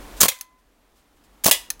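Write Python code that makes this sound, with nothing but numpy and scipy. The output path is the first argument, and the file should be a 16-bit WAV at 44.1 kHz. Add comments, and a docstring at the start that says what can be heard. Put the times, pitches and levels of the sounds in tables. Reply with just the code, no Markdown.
"""Faint wind blows outdoors. Close by, a spring air rifle fires: its steel parts clack, its spring
buzzes and its piston thumps. The pellet smacks a drink can a few metres away, which flies off
ringing, and the trigger clicks back. Just over a second after the first shot, a second one hits
another can, and the trigger clicks again. Trees scatter a short tail of sound after each shot."""
import sys
import numpy as np
from scipy import signal
from scipy.fft import irfft
from scipy.io import wavfile
from scipy.ndimage import uniform_filter1d

SR = 44100
rng = np.random.default_rng(int(sys.argv[2]) if len(sys.argv) > 2 else 0)


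def wav_out(sig):
    """Save sig, one row per channel (or a flat mono array), as 16-bit PCM at SR to the path in sys.argv[1]."""
    wavfile.write(sys.argv[1], SR, np.round(np.clip(np.atleast_2d(sig).T, -1, 1) * 32767).astype(np.int16))


N = 79380  # 1.8 seconds


def amp(db):
    """Turns decibels (dB) into a number to multiply a sound by."""
    return 10 ** (np.asarray(db) / 20)


def seconds(length):
    """The time of each sample, in seconds."""
    return np.arange(int(length * SR)) / SR


def read(points, hz):
    """Looks up values between a table's rows, giving every octave equal room."""
    pitches, values = np.transpose(points)
    return np.interp(np.log(hz + 1), np.log(pitches + 1), values)


def add(mix, start, sound):
    """Mixes a sound in at a start time in seconds."""
    part = mix[round(start * SR):][:len(sound)]
    part += sound[:len(part)]


def noise(colour, size):
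    """Noise of strength 1. Its colour is a table of how strong the low and high pitches are."""
    hz = np.fft.rfftfreq(size, 1 / SR)
    phases = np.exp(2j * np.pi * rng.random(len(hz)))
    x = irfft(amp(read(colour, hz)) * phases, size)
    return x / x.std()


def grain(size):
    """Quick random unevenness of strength 1."""
    x = uniform_filter1d(rng.standard_normal(size), size=30)
    return x / x.std()


def burst(colour, db, fade, size=8192):
    """A blow wakes countless close tones, heard as dying noise. A fade is the time to drop 60 dB."""
    return noise(colour, size) * amp(db - 60 * np.arange(size) / SR / fade)


def ring(tones, db):
    """A struck object rings with a few tones, each dying at its own speed."""
    t = seconds(1)
    return sum((-1) ** k * amp(db + level - 60 * t / fade) * np.sin(2 * np.pi * hz * t)
               for k, (hz, level, fade) in enumerate(tones))


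def background():
    """Faint wind in the trees, a low wavering hum and small rustles."""
    # Colours of the wind, its rumble and the rustles. Each row: pitch in Hz, level in dB.
    wind_colour = [(53, -45), (90, -15.5), (244, -7), (284, -3), (338, -9), (499, -10.5), (706, -11),
                   (839, -12.5), (998, -12.5), (2890, -21.5), (3290, -21), (4450, -24.5), (16000, -30)]
    rumble_colour = [(15, -13.5), (32, -3), (43, 0.5), (56, -6), (100, -19.5), (300, -50)]
    rustle_colour = [(500, -12.5), (3500, -2), (8000, -3), (15500, -8)]
    # The level drops at the first shot, then creeps partway back. Each row: time in seconds, level in dB.
    loudness = [(0, -44), (.2, -44), (.235, -46), (.285, -65), (.45, -67), (.6, -65), (.85, -63),
                (1.15, -62), (1.4, -58), (1.6, -56.5), (1.8, -57)]
    # Faint rustles. Each row: start in seconds, length in seconds, level in dB.
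    rustles = [(.165, 0.057, -44.5), (0.583, .04, -70.5), (0.952, 0.093, -65), (1.16, .05, -69),
               (1.237, 0.038, -61)]
    t = np.arange(N) / SR
    drift = np.interp(t, np.linspace(0, t[-1], num=12), rng.standard_normal(size=12))
    hum_hz = 42.8 * (1 + .06 * drift)
    hum = amp(-7) * np.sqrt(2) * np.sin(2 * np.pi * np.cumsum(hum_hz) / SR)
    out = noise(wind_colour, N) + amp(-2) * noise(rumble_colour, N) + hum
    out *= amp(np.interp(t, *np.transpose(loudness)))
    for start, length, db in rustles:
        progress = np.clip((t - start) / length, 0, 1)
        out += amp(db) * noise(rustle_colour, N) * np.sin(np.pi * np.sqrt(progress))
    return out


def woods(sound):
    """Ground and trees send back one echo and a scattered tail, each pitch dying at its own speed."""
    # The scattered tail. Each row: pitch in Hz, level in dB, fade in seconds.
    scatter = np.array([(100, -36, .12), (200, -27.5, .13), (400, -19, 0.12), (1000, -18, 0.4),
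                        (2500, -16.5, .31), (6000, -19.5, .3), (14000, -22, 0.23)])
    # Colour of the echo. Each row: pitch in Hz, level in dB.
    echo_colour = [(200, -3.5), (2500, 1.5), (7000, -8.5), (15000, -9)]
    hz, t, bands = signal.stft(rng.standard_normal(SR // 2), SR, nperseg=256)
    db = read(scatter[:, :2], hz)[:, None]
    fade = read(scatter[:, ::2], hz)[:, None]
    bands *= amp(db - 60 * t / fade)
    bands *= np.sqrt(2 * np.log(1000) / (fade * SR))  # a longer fade adds no extra energy
    response = np.zeros(SR)
    add(response, start=.011, sound=signal.istft(bands, SR, nperseg=256)[1])
    echo = burst(echo_colour, db=0, fade=.017, size=1024)
    add(response, start=.033, sound=amp(-25) * echo / np.linalg.norm(echo))
    return signal.fftconvolve(sound, response)[:N]


def flying_can():
    """The first can flies off: a quick rising chirp, and a faint ring that hangs on and then stops."""
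    # Tones of the can in the air. Each row: pitch in Hz, level in dB, fade in seconds.
    tones = [(1016, -49.5, 1.4), (2030, -47.5, 0.64)]
    ring_start, ring_end, stopping_time = .29, .635, .043  # seconds
    chirp_seconds, from_hz, to_hz = .034, 430, 1350
    out, t = np.zeros(N), seconds(chirp_seconds)
    stop = np.clip((ring_end - ring_start - seconds(1)) / stopping_time, 0, 1)
    add(out, ring_start, ring(tones, db=0) * stop)
    hz = from_hz * (to_hz / from_hz) ** (t / chirp_seconds)
    swell = amp(-42) * np.sin(np.pi * t / chirp_seconds)
    add(out, start=.293, sound=swell * np.sin(2 * np.pi * np.cumsum(hz) / SR))
    return out


def cans():
    """A pellet cracks through each can's front, the metal crumples and rings, then the back wall snaps."""
    # Pellet hits. Each row: start in seconds, crack level in dB, crack fade in seconds,
    # ring level in dB, share sent to the trees in dB.
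    hits = [(0.283, -8.5, 0.062, -29, -2.5), (1.5116, -6, 0.089, -22.5, 0)]
    # Colour of the crack, one table per can. Each row: pitch in Hz, level in dB.
    crack_colours = [
        [(100, -43.5), (330, -24), (540, -6), (1050, -6), (1450, -13), (1720, -6.5), (1950, -6), (2400, -1),
         (2900, -4), (3400, 0), (5200, -7.5), (5750, -4), (10500, -2.5), (15500, -3)],
        [(100, -28), (240, -39), (400, -14), (830, -4.5), (1250, -16.5), (1520, -34), (1800, -5.5),
         (2350, -7.5), (3300, 0.5), (4100, -5), (5800, -7), (7500, -3), (13500, -4.5), (15500, -7.5)],
    ]
    # Ringing tones, one table per can. Each row: pitch in Hz, level in dB, fade in seconds.
    can_tones = [
        [(557, -23.5, 0.096), (2556, -1, 0.13), (3110, -17.5, 0.37), (3280, 3.5, 0.099), (3680, -15.5, .18),
         (3920, -3, 0.11), (5680, 1.5, 0.12), (6492, -4.5, .11)],
        [(398.4, -12, 0.16), (586, -12.5, .12), (974, -26.5, 0.64), (1710, -3.5, 0.092), (1990, -7.5, 0.25),
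         (2492, -8, 0.16), (3140, -10, 0.21), (3270, 0, 0.1), (3318, 3.5, 0.18), (3530, 1, 0.14),
         (4400, -13, 0.11), (5370, -9, 0.11), (5880, -9, 0.24), (7150, -7, 0.19)],
    ]
    crumple_db = 2
    out, to_trees = np.zeros(N), np.zeros(N)
    for (start, db, fade, ring_db, trees_db), colour, tones in zip(hits, crack_colours, can_tones):
        crack = burst(colour, db, fade)
        crack *= amp(crumple_db * grain(len(crack)))
        back_wall = burst(colour, db - 2.5, fade=.015, size=1024)
        add(crack, start=.0052, sound=back_wall)
        shell = ring(tones, ring_db)
        for sound, extra_db in (crack, 5.5), (shell, -1.5):
            add(out, start, sound)
            add(to_trees, start, amp(trees_db + extra_db) * sound)
    return out + woods(to_trees)


def trigger():
    """The trigger snaps back when let go, and the gun's body rings faintly."""
    # Trigger clicks. 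Each row: start in seconds, level in dB, fade in seconds, ring level in dB.
    clicks = [(0.388, -41, 0.023, -74), (0.4108, -22, 0.013, -27), (.4122, -29.5, .012, -33),
              (1.7032, -16.5, 0.012, -17), (1.7064, -20, 0.015, -28), (1.7963, -36.5, .02, -51)]
    # Colours of the click and of the gun's body. Each row: pitch in Hz, level in dB.
    click_colour = [(100, -41), (400, -28), (1000, -18), (1800, -20.5), (2600, -10), (4000, -3.5),
                    (6200, 5.5), (8500, -4.5), (10400, 1.5), (12000, -4), (15500, 1.5)]
    body_colour = [(300, -15), (1200, 0.5), (1800, -1.5), (2300, -6.5), (3500, 1), (5500, 2.5),
                   (8000, -2.5), (10400, 3.5), (15500, 0.5)]
    # The trigger's own tones. Each row: pitch in Hz, level in dB, fade in seconds.
    tones = [(1788, -12, 0.038), (2574, -9, 0.018), (4160, -10, 0.014), (5550, -7.5, 0.019),
             (6255, 2, 0.015), (10140, -1.5, 0.017), (13200, -3, .012)]
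    out = np.zeros(N)
    for start, db, fade, ring_db in clicks:
        add(out, start, burst(click_colour, db, fade))
        add(out, start, burst(body_colour, db - 14, fade=.075))
        add(out, start, ring(tones, ring_db))
    return out


def spring(size=4096):
    """The spring's coils chatter in their tube, then come to rest."""
    # Buzzes of the spring. Each row: start in seconds, length in seconds, level in dB.
    buzzes = [(0.2038, .023, -18), (0.2289, 0.036, -14.5), (1.438, 0.027, -29.5), (1.4587, 0.042, -13.5)]
    # Colour of the buzz. Each row: pitch in Hz, level in dB.
    colour = [(80, -23.5), (300, -12), (900, -2), (1600, 0), (3000, 0.5), (5000, -2.5), (8000, 3),
              (15500, -0.5)]
    drop_db_per_second, chatter_db, settle_seconds = 229, 2.5, .0026
    out, t = np.zeros(N), np.arange(size) / SR
    for start, length, db in buzzes:
        level = amp(db - drop_db_per_second * t + chatter_db * grain(size))
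        settle = np.exp(-np.maximum(t - length, 0) / settle_seconds)
        add(out, start, noise(colour, size) * level * settle)
    return out


def steel_parts():
    """The catch that holds the piston, the spring's guide rod and the piston clack against steel."""
    # Clacks. Each row: start in seconds, level in dB, fade in seconds, bright ring in dB above that level.
    clacks = [(0.2073, -7, 0.011, 2.5), (0.2109, -9.5, .02, 5.5), (.213, -2, 0.033, -4.5),
              (0.2185, 1, 0.0087, -5), (0.2258, -11.5, 0.014, 0), (0.231, -0.5, 0.018, -26),
              (0.2331, -5, 0.018, -21), (0.239, -2.5, .01, -19), (0.2498, -11, .008, -6),
              (0.2567, -8, .005, -11), (0.27, -38, .008, -11), (1.442, -15.5, 0.02, 2),
              (1.4462, -8.5, 0.015, -13), (1.4545, -21, 0.033, 2), (1.459, -14, .018, -4),
              (1.4638, -2.5, 0.024, -17), (1.4784, -9.5, .01, -1.5), (1.4849, -6.5, .005, -23.5),
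              (1.491, -15, .01, -17), (1.4988, -37, .01, 7)]
    # Colours of the clack and of its bright ring. Each row: pitch in Hz, level in dB.
    steel_colour = [(60, -35), (200, -23.5), (500, -10.5), (1200, -5), (2500, -5.5), (4500, 1.5), (7000, 0),
                    (10000, -1.5), (15500, 1.5)]
    bright_colour = [(3000, -30.5), (5500, -11.5), (6400, 2.5), (7700, -1.5), (9000, -8.5), (15000, -21.5)]
    out = np.zeros(N)
    for start, db, fade, bright_db in clacks:
        add(out, start, burst(steel_colour, db, fade, size=1024))
        add(out, start, burst(bright_colour, db + bright_db, fade, size=1024))
    return out


def piston():
    """The piston pushes out a puff of air and knocks the stock (the gun's handle), which booms briefly."""
    # Slams and rebounds. Each row: start in seconds, then levels in dB of knock, puff, boom and bass push.
    thumps = [(0.2324, -15, -17, -19.5, -15.5), (0.2537, -19.5, -24, -40, -32),
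              (1.4611, -13.5, -17, -20.5, -33), (1.4823, -15.5, -19, -37, -48)]
    # Tones of the stock's knock and low boom. Each row: pitch in Hz, level in dB, fade in seconds.
    knock_tones = [(289.4, -6, 0.031), (450, -3.5, .03), (645, -2, .035), (1078, 0, .03)]
    boom_tones = [(200.4, -1, .085), (112, -13.5, .025)]
    # Colour of the air puff. Each row: pitch in Hz, level in dB.
    puff_colour = [(60, -14), (200, -3), (650, 2.5), (1100, -1.5), (1700, -14), (3000, -12), (8000, -25)]
    push_seconds = .0014
    out, age = np.zeros(N), seconds(.5) / push_seconds
    push = np.e * age * (1 - age / 2) * np.exp(-age)  # pressure rises, dips below rest and settles
    for start, knock_db, puff_db, boom_db, push_db in thumps:
        add(out, start, ring(knock_tones, knock_db) + ring(boom_tones, boom_db))
        add(out, start, burst(puff_colour, puff_db, fade=.063, size=2048))
        add(out, start, amp(push_db) * push)
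    return out


def scene():
    """The rifle, the cans and their tail from the trees, over the background, in one channel."""
    metal = steel_parts() + spring()
    thumps, clicks = piston(), trigger()
    tail = woods(amp(-2.5) * metal + amp(-4.5) * thumps + amp(-7.5) * clicks)
    return (metal + thumps + clicks + tail + cans() + flying_can() + background())[None]


def record(dry):
    """Flattens the loudest peaks, then removes the very highest treble."""
    peak_limit, top_hz = .95, 16100
    treble_cut = signal.firwin(511, top_hz, window=("kaiser", 9), fs=SR)
    return signal.oaconvolve(np.clip(dry, -peak_limit, peak_limit), treble_cut[None], "same")


dry = scene()
out = record(dry)
wav_out(out)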